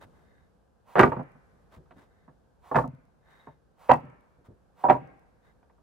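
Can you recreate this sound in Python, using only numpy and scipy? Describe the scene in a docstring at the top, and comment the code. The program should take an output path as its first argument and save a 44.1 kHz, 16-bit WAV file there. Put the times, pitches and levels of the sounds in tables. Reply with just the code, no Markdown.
"""Boards dropped on a stack

Four wooden deck boards fall one by one onto a stack in a quiet clearing. Each lands on one end,
slaps flat and chatters to rest: the impacts excite its bending modes while the heavy pile booms
under it, and the trees scatter back a faint echo. In between, boots thud and scuff on the dirt
and the next board is nudged and dragged, over a faint rush of open air."""
import sys
import numpy as np
from scipy import signal
from scipy.fft import rfft, irfft, next_fast_len
from scipy.io import wavfile
from scipy.ndimage import uniform_filter1d

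SR = 44100
rng = np.random.default_rng(int(sys.argv[2]) if len(sys.argv) > 2 else 0)


def wav_out(sig):
    """Save sig, one row per channel (or a flat mono array), as 16-bit PCM at SR to the path in sys.argv[1]."""
    wavfile.write(sys.argv[1], SR, np.round(np.clip(np.atleast_2d(sig).T, -1, 1) * 32767).astype(np.int16))


N = 256662
RING_TIME = np.arange(SR // 4) / SR  # seconds after a blow

# One fall per board: touch_s, touch_db, touch_crack_db, skip_loss_db, slap_s, slap_db,
# rebound_s, rebound_db, rebound_crack_db, fade_db_per_s, rock_db
LANDINGS = [(0.956, -11.5, -22, 1, 0.994, -1, 1.032, -1.5, -18, 130, -45.5),
            (2.715, -14.5, -33, 7.5, 2.757, -8.5, 2.786, -9, -24, 242.5, -36),
            (3.894, -2, -19.5, 3.5, 3.911, -3, 3.938, -18, -14.5, 369, -40.5),
            (4.840, -5.5, -31, 2, 4.898, -1, 4.95, -14.5, -36, 300, -42.5)]
# Modes of the whole stack: pitch_hz, base_width_hz, level_db
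PILE_MODES = [(60.5, 19, -18.5), (89, 7.6, -17.5), (129, 7.6, -6.5), (148.4, 16, -1), (201, 66, 0.5),
              (247, 33, -0.5), (287, 17, -11), (340, 190, -10)]
# Spectrum of crushed grit and splinters: frequency_hz, level_db
GRIT_SPECTRUM = [(800, -13.5), (2000, 1), (5000, 0), (8000, -3), (12000, -3), (15000, -10)]


def boards():
    """Free vibration: each landing rings its own board's modes; all light knocks use the second's."""
    # Bending modes of each board: pitch_hz, base_width_hz, level_db
    modes_1 = [(394.6, 11, 0), (543, 75, 2), (663, 31, -2), (738, 8.4, -8), (810, 12, -2.5), (1183, 16, -4),
               (1262, 49, -7.5), (1456, 14, -8), (1467, 110, -3.5), (1690, 34, -14), (1928, 18, -11),
               (2176, 19, -15), (2220, 29, -13)]
    modes_2 = [(497, 52, -3), (661, 20, -2.5), (827.7, 23, -1.5), (908.6, 25, 4.5), (1084, 27, -5.5),
               (1350, 45, -11.5), (1400, 31, -12), (1468, 52, -12.5), (1710, 39, -8.5), (1790, 28, -12.5),
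               (2050, 14, -17)]
    modes_3 = [(345, 27, -14.5), (522, 27, -14), (629, 35, -13), (800, 39, 0.5), (917, 23, -4),
               (1000, 34, -3), (1110, 18, -20), (1277, 31, -15.5), (1472, 110, -18), (2020, 55, -18.5),
               (2484, 33, -21), (2640, 35, -19.5)]
    modes_4 = [(399, 45, -5), (516, 31, -13.5), (602, 16, -10.5), (622, 26, -6.5), (775.3, 43, 8),
               (954, 16.6, 2), (1207, 160, -10), (1420, 61, -22), (1577, 29, -14), (2056, 40, -18),
               (2360, 55, -10.5), (2605, 46.9, -22)]
    first, second, third, fourth = [landing(*fall) for *fall, rock_db in LANDINGS]
    return (impacts(first, modes_1, damping=2.1, modes_db=-13, grain_db=-14, boom_db=-2.5,
                    crack_db=-2, splinter_db=-41.5, hard_hz=1170, pan_db=1.5)
            + impacts(second, modes_2, damping=2, modes_db=-11.5, grain_db=-13.5, boom_db=-1.5,
                      crack_db=-11, splinter_db=-31.5, hard_hz=1142, pan_db=1)
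            + impacts(third, modes_3, damping=2, modes_db=-11, grain_db=-21, boom_db=-7,
                      crack_db=-12, splinter_db=-44, hard_hz=1200, pan_db=-0.5)
            + impacts(fourth, modes_4, damping=1.4, modes_db=-13.5, grain_db=-20, boom_db=-9,
                      crack_db=-13.5, splinter_db=-48, hard_hz=980, pan_db=0.5)
            + impacts(knocks(), modes_2, damping=1.2, modes_db=-15, grain_db=-11, boom_db=-1,
                      crack_db=-10.5, splinter_db=-32, hard_hz=697.5, pan_db=1.5))


def landing(touch_s, touch_db, touch_crack_db, skip_loss_db, slap_s, slap_db,
            rebound_s, rebound_db, rebound_crack_db, fade_db_per_s):
    """Inelastic collisions: a board skips on one end, slaps flat, rebounds and chatters to rest."""
    skip_gap_s = 0.21 * (slap_s - touch_s)
    chatter_s, chatter_count, gap_growth = 0.08, 7, 1.15
    # Contacts: start_s, level_db, boom_db, crack_db (the last two relative to the level)
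    graze = [(touch_s - 0.005, 3.6 * touch_db - 20, -18, -13)]  # in a fast drop a corner grazes first
    skips = [(touch_s + k * skip_gap_s, touch_db - k * skip_loss_db, -24, touch_crack_db)
             for k in range(3)]
    blows = [(slap_s - 0.011, slap_db - 6, -12, -21.5),  # near edge
             (slap_s, slap_db, -18, -15),  # face
             (slap_s + 0.005, slap_db - 1.5, -17.5, -15),  # far edge
             (rebound_s, rebound_db, -17, rebound_crack_db)]
    turns = np.arange(chatter_count) + 1 + 0.12 * rng.standard_normal(chatter_count)
    delays_s = chatter_s * np.abs(turns / chatter_count) ** gap_growth
    # as the chatter fades, the pile's boom takes over and the crack dulls
    chatter = [(slap_s + t, slap_db - 5 - fade_db_per_s * t, -13 + 70 * t, -15.5 - 90 * t)
               for t in delays_s]
    return graze + skips + blows + chatter


def knocks(edge_gap_s=0.011, edge_loss_db=6):
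    """Double impact: a loose board, tipping back or nudged, strikes with one edge, then the other."""
    # First-edge contacts: start_s, level_db, boom_db, crack_db
    nudges = [(1.119, -17.5, -22, -19), (1.165, -25, -4, -21.5), (1.194, -23, -9, -26),
              (1.351, -52.5, -2.5, -19.5), (1.86, -62, -16, -7), (1.909, -45, -15, -6),
              (2.279, -43.5, -8, -20.5), (2.839, -21, -13.5, -32), (3.471, -34.5, -13, -20),
              (5.629, -58, -18, -7), (5.698, -58.5, -24, -8), (5.782, -61.5, -16, -11)]
    return [(start_s + k * edge_gap_s, level_db - k * edge_loss_db, boom_db, crack_db)
            for start_s, level_db, boom_db, crack_db in nudges for k in range(2)]


def impacts(contacts, modes, damping, modes_db, grain_db, boom_db, crack_db,
            splinter_db, hard_hz, pan_db):
    """Impact excitation: a contact rings board and pile; the harder it is, the brighter the knock."""
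    # Crowded higher modes of wood: frequency_hz, level_db
    grain_spectrum = [(150, -21.5), (300, -9.5), (550, -9), (850, -5), (1150, -6), (1600, -18), (2500, -30),
                      (4000, -28), (15000, -55)]
    # Their decay: frequency_hz, t60_s
    grain_decay = [(150, 0.085), (500, 0.11), (1000, 0.048), (3000, .05), (10000, 0.057)]
    # Crack of two faces meeting: frequency_hz, level_db
    crack_spectrum = [(600, -27.5), (1200, -0.5), (1700, 3), (2500, -8.5), (3500, -21.5), (5000, -28.5),
                      (15000, -44)]
    size = len(RING_TIME)
    out = np.zeros((2, N))
    for start_s, level_db, contact_boom_db, contact_crack_db in contacts:
        hardness = amp(0.88 * (contact_crack_db + 18.5))
        corner_hz = 1100 + hard_hz * hardness
        rise_s = np.clip(0.0024 / np.sqrt(hardness), 0.0012, 0.005)
        tone = ring(modes, damping, scatter_db=6, spread_rad=0.64) * onset(rise_s)
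        grain = decaying_noise(grain_spectrum, grain_decay, size) * onset(rise_s)
        wood = amp(modes_db) * unit_blow(tone) + amp(grain_db) * hardness ** 0.3 * unit_blow(grain)
        burst = noise(crack_spectrum, size) * envelope(rise_s / 2, decay_s=0.005)
        crack = amp(contact_crack_db + crack_db) * unit_blow(burst)
        knock = soften(wood, corner_hz, order=6) + soften(crack, 2.5 * corner_hz, order=2)
        # heavy blows crush the rough surface most
        grit = crackle(GRIT_SPECTRUM, (2, size), spiky_db=5.5) * envelope(0.002, decay_s=0.028)
        splinters = amp(splinter_db + 0.5 * (contact_crack_db + level_db)) * unit_blow(grit)
        # the heavy pile takes a few milliseconds to get moving
        pile = ring(PILE_MODES, damping=0.94, scatter_db=0, spread_rad=0.07) * onset(0.0076)
        boom = amp(contact_boom_db + boom_db) * unit_blow(soften(pile, corner_hz=730, order=2))
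        # the faces touch a moment before the force peaks
        add(out, start_s - rise_s / 2, amp(level_db) * (knock + splinters + boom))
    return out


def ring(modes, damping, scatter_db, spread_rad):
    """Modal superposition: damped sines whose strength and phase vary with where the blow falls."""
    hz, base_width_hz, level_db = np.transpose(modes)
    width_hz = damping * base_width_hz + 30 * (hz / 1500) ** 2  # internal friction shortens high modes
    gain = amp(level_db + scatter_db * rng.standard_normal(len(hz))) * np.sqrt(width_hz)
    phase = 2 * np.pi * rng.random(len(hz)) + spread_rad * rng.standard_normal((2, len(hz)))
    waves = np.exp(np.outer(2j * np.pi * hz - np.pi * width_hz, RING_TIME))
    return np.imag((gain * np.exp(1j * phase)) @ waves)


def slaps():
    """Flat impacts that set the pile rocking: slap_s, rock_db."""
    return [(slap_s, rock_db) for _, _, _, _, slap_s, *_, rock_db in LANDINGS]


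def rocking_pile(delay_s=0.118, period_s=0.052, loss_db=8.5):
    """Damped rocking: after each slap the pile gives four dull, fading thumps."""
    out = np.zeros((2, N))
    for slap_s, rock_db in slaps():
        for k in range(4):
            pile = ring(PILE_MODES, damping=1.2, scatter_db=2, spread_rad=0.15) * onset(0.01)
            thump = unit_blow(soften(pile, corner_hz=500, order=2))
            add(out, slap_s + delay_s + k * period_s, amp(rock_db - k * loss_db) * thump)
    return out


def boots(sole_delay_s=0.022, sole_db=-4.5):
    """Soft impact: heel, then sole, meets packed dirt and excites mainly low frequencies."""
    # Footfalls: start_s, level_db
    steps = [(0.035, -50), (1.768, -45), (1.96, -51), (4.385, -58.5), (4.482, -45.5), (5.321, -65)]
    # Thud of a boot: frequency_hz, level_db
    thud_spectrum = [(40, -5), (90, 5.5), (160, 3.5), (400, -5.5), (650, -17), (1200, -30), (4000, -70)]
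    out = np.zeros(N)
    for start_s, level_db in steps:
        for k in range(2):
            thud = noise(thud_spectrum, len(RING_TIME)) * envelope(0.0027, decay_s=0.02)
            add(out, start_s + k * sole_delay_s, amp(level_db + k * sole_db) * unit_blow(thud))
    return out


def grit_ticks(crumb_count=5, trickle_s=0.35, crumb_db=-80.5):
    """Brief transients: grit snaps under the wood, and crumbs of dirt drop after each landing."""
    # Grit and splinters snapping: start_s, level_db
    snaps = [(0.993, -41), (1.011, -45.5), (2.877, -66.5), (3.937, -53)]
    crumbs = [(slap_s + trickle_s * rng.random(), crumb_db + 2 * rng.standard_normal())
              for slap_s, _ in slaps() for _ in range(crumb_count)]
    out = np.zeros((2, N))
    for start_s, level_db in snaps + crumbs:
        grit = crackle(GRIT_SPECTRUM, (2, len(RING_TIME)), spiky_db=3.5)
        add(out, start_s, amp(level_db) * unit_blow(grit * envelope(0.00069, decay_s=0.00067)))
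    return out


def scuffs(spiky_db=3.5):
    """Sliding friction: grit catches and lets go under boots and boards; a dragged board resonates."""
    # Rubbing strokes: start_s, length_s, level_db, wood_share (0-1 of the power)
    strokes = [(0.012, 0.034, -51.5, .25), (0.13, .12, -69.5, 0.18), (0.255, 0.2, -72.5, .85),
               (1.718, .056, -56, .05), (1.968, .08, -60, 0.12), (2.09, .2, -74.5, .75),
               (3.264, .23, -61, .45), (4.201, .21, -77, 0.01), (4.448, .027, -61, 0.02),
               (5.435, .085, -66.5, .35)]
    # Friction noise: frequency_hz, level_db
    rub_spectrum = [(200, -0.5), (600, 5), (1100, 6), (2000, -9.5), (3200, -12.5), (5000, -20),
                    (11000, -24), (16000, -28.5)]
    # Resonances of a sliding board: pitch_hz, width_hz, level_db
    sliding_modes = [(1526, 110, 3), (1720, 200, 1), (2050, 180, -3.5), (3730, 200, -9)]

    def resonance(hz):
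        return sum(amp(level_db) / (1 + (2 * (hz - pitch_hz) / width_hz) ** 2)
                   for pitch_hz, width_hz, level_db in sliding_modes)

    centre = crackle(rub_spectrum, (N,), spiky_db)
    rasp = unit_rms(centre + 1.1 * crackle(rub_spectrum, (2, N), spiky_db))
    wood = unit_rms(filtered(crackle(GRIT_SPECTRUM, (2, N), spiky_db), resonance))
    return sum(stroke(start_s, length_s, level_db) * (np.sqrt(1 - share) * rasp + np.sqrt(share) * wood)
               for start_s, length_s, level_db, share in strokes)


def hush(lead_s=0.115):
    """Amplitude-shaped noise: a faint hollow hush rises just ahead of each slap."""
    # Colour of the hush: frequency_hz, level_db
    hollow_spectrum = [(300, -19), (650, -4), (1000, -1), (1500, -13.5), (2600, -19.5), (5000, -29.5),
                       (15000, -29.5)]
    level = sum(stroke(slap_s - lead_s, length_s=0.13, level_db=-56) for slap_s, _ in slaps())
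    return level * noise(hollow_spectrum, N)


def squeak(peak_s=3.408, length_s=0.013, level_db=-65.5, pitch_hz=3790, width_hz=114):
    """Stick-slip friction: the dragged board catches once with a thin, brief squeal."""
    band = filtered(rng.standard_normal(N), lambda hz: np.exp(-((hz - pitch_hz) / width_hz) ** 2))
    swell = np.exp(-2 * ((np.arange(N) / SR - peak_s) / length_s) ** 2)
    return amp(level_db) * swell * unit_rms(band)


def microphone_pair(x):
    """Stereo cues: sound reaches the two microphones at unequal level and phase."""
    # Left minus right level: frequency_hz, difference_db
    balance = [(60, 3), (110, -1.5), (200, -0.5), (380, -1), (700, -5), (1290, -5), (2380, 3), (4400, 3),
               (8120, -3), (15000, -2)]
    # Left minus right phase: frequency_hz, lead_rad
    lead = [(100, 0), (350, -.3), (690, -.9), (1200, -.6), (2240, .6), (5400, -1.2), (10000, -1.8)]
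    half = np.array([[0.5], [-0.5]])
    return filtered(x, lambda hz: amp(half * along(balance, hz)) * np.exp(1j * half * along(lead, hz)))


def clearing(x, near_db, trees_db, wash_share):
    """Scattering: ground and logs reflect at once; the trees answer late, faint and blurred."""
    # Colour of the echo: frequency_hz, level_db
    trees_spectrum = [(60, -7), (150, -1), (500, -1), (900, -9.5), (1700, -4.5), (2800, 1), (5000, -3),
                      (12000, -19)]
    # Its decay: frequency_hz, t60_s
    trees_decay = [(100, 0.83), (500, 0.82), (1600, 2), (3000, 0.96), (10000, 0.25)]
    # Radiation toward the trees, one value per board as it lies: gain_db
    toward_trees = [0, -6, 0, 1.5]
    # Near reflections and woody wash: frequency_hz, level_db
    near_spectrum = [(100, -11.5), (400, 5), (1500, 0), (10000, -5.5)]
    wash_spectrum = [(60, -5.5), (150, 1), (400, -0.5), (900, 2.5), (1500, -8), (2600, -19.5),
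                     (4000, -39.5), (15000, -56.5)]
    size = SR + SR // 2
    t = np.arange(size) / SR
    near = noise(near_spectrum, (2, size)) * np.exp(-t / 0.02) * (t > 0.003)
    trees = np.array([decaying_noise(trees_spectrum, trees_decay, size) for side in range(2)])
    trees *= 1 - np.exp(-t / 0.028)
    trees *= 1 + 1.3 * np.exp(-((t - 0.15) / 0.14) ** 2)  # the nearest trunks answer together
    # sound from all sides of the boards reaches the trees, so single modes merge into a wash
    running_rms = np.sqrt(np.abs(uniform_filter1d(np.mean(x ** 2, axis=0), size=256)))
    wash = running_rms * noise(wash_spectrum, N)
    facing_db = np.interp(np.arange(N) / SR, [slap_s for slap_s, _ in slaps()], toward_trees)
    far = amp(facing_db) * (np.sqrt(1 - wash_share) * x + np.sqrt(wash_share) * wash)
    return amp(near_db) * reflect(x, near) + amp(trees_db) * reflect(far, trees)


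def air(side_db):
    """Partly coherent noise: the faint, wide rush of open air over the water."""
    # Spectral density of the rush: frequency_hz, level_db
    air_spectrum = [(15, -38.5), (25, -8.5), (55, -2), (119, -13), (150, -8), (328, -18.5), (485, -14.5),
                    (612, -19.5), (697, -19), (1440, -29), (1560, -25.5), (1970, -40), (4650, -43.5),
                    (12500, -50), (16200, -78.5), (22000, -120)]
    # Its slow drift: time_s, level_db
    drift = [(0, -60), (0.7, -67.5), (1.501, -63), (2.5, -66), (3.7, -67), (4.6, -66), (5.299, -65),
             (5.82, -66.5)]
    level_db = np.interp(np.arange(N) / SR, *np.transpose(drift))
    mid = noise(air_spectrum, N)
    side = amp(side_db) * noise(air_spectrum, N) * [[1], [-1]]
    return amp(level_db) * (mid + side)


def onset(rise_s):
    """Contact force builds up smoothly."""
    return (1 - np.exp(-2 * RING_TIME / rise_s)) ** 2


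def envelope(rise_s, decay_s):
    """A smooth onset with exponential decay."""
    return onset(rise_s) * np.exp(-RING_TIME / decay_s)


def stroke(start_s, length_s, level_db, rise_share=0.09, fall_share=0.15):
    """Envelope of a stroke: it builds, holds and tapers off."""
    progress = (np.arange(N) / SR - start_s) / length_s
    gate = lambda v: (1 + np.tanh(v / 2)) / 2
    return amp(level_db) * gate(progress / rise_share) * gate((1 - progress) / fall_share)


def soften(x, corner_hz, order):
    """Low-pass action of a contact: its finite duration excites little above the corner."""
    lowpass = signal.butter(order, np.clip(corner_hz, 200, SR / 3), fs=SR, output="sos")
    return signal.sosfilt(lowpass, x)


def reflect(x, response):
    """Convolution with a stereo impulse response, scaled to unit energy on the left."""
    return signal.fftconvolve(x, response / np.linalg.norm(response[0]), axes=1)[:, :N]


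def noise(spectrum, shape):
    """Coloured noise of rms 1."""
    return unit_rms(filtered(rng.standard_normal(shape), lambda hz: amp(along(spectrum, hz))))


def crackle(spectrum, shape, spiky_db):
    """Log-normal modulation: noise in millisecond bursts of very unequal size."""
    bursts = amp(spiky_db * unit_rms(uniform_filter1d(rng.standard_normal(shape[-1]), size=60)))
    return unit_rms(bursts * noise(spectrum, shape))


def decaying_noise(spectrum, t60_curve, size):
    """Frequency-dependent damping: each band of a noise dies at its own rate."""
    hz, t, bands = signal.stft(noise(spectrum, size), SR, nperseg=256)
    decay = amp(-60 * t / along(t60_curve, hz)[:, None])
    return signal.istft(bands * decay, SR, nperseg=256)[1][:size]


def filtered(x, response):
    """Linear filtering: the spectrum of x times a frequency response."""
    size = x.shape[-1]
    padded = next_fast_len(size + SR // 4)
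    return irfft(rfft(x, padded) * response(np.fft.rfftfreq(padded, 1 / SR)), padded)[..., :size]


def along(points, hz):
    """Interpolate (frequency_hz, value) points on a log frequency axis."""
    points_hz, values = np.transpose(points)
    return np.interp(np.log(hz + 1), np.log(points_hz + 1), values)


def amp(db):
    """Decibels to amplitude gain."""
    return 10 ** (np.asarray(db) / 20)


def unit_rms(x):
    """Scale to rms 1."""
    return x / np.sqrt(np.mean(x ** 2) + 1e-20)


def unit_blow(x):
    """Scale a transient to the energy of 10 ms at rms 1."""
    return x / np.sqrt(np.mean(np.sum(x ** 2, axis=-1)) / (SR / 100))


def add(track, start_s, sound):
    """Superpose a sound on the track."""
    part = track[..., max(round(start_s * SR), 0):][..., :sound.shape[-1]]
    part += sound[..., :part.shape[-1]]


def scene():
    """Superposition: boards and boots, their echo, small friction sounds and open air."""
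    work = boards() + rocking_pile() + boots() + hush()
    echo = clearing(work, near_db=-12.5, trees_db=-35, wash_share=0.77)
    return microphone_pair(work) + echo + grit_ticks() + squeak() + scuffs() + air(side_db=-2)


def record(dry):
    """Band limiting: the deepest bass is rolled off and the highest treble is cut."""
    bass_hz, top_hz = 44, 15850
    highpass = signal.butter(3, bass_hz, "highpass", fs=SR, output="sos")
    return filtered(signal.sosfilt(highpass, dry), lambda hz: hz < top_hz)


dry = scene()
out = record(dry)
wav_out(out)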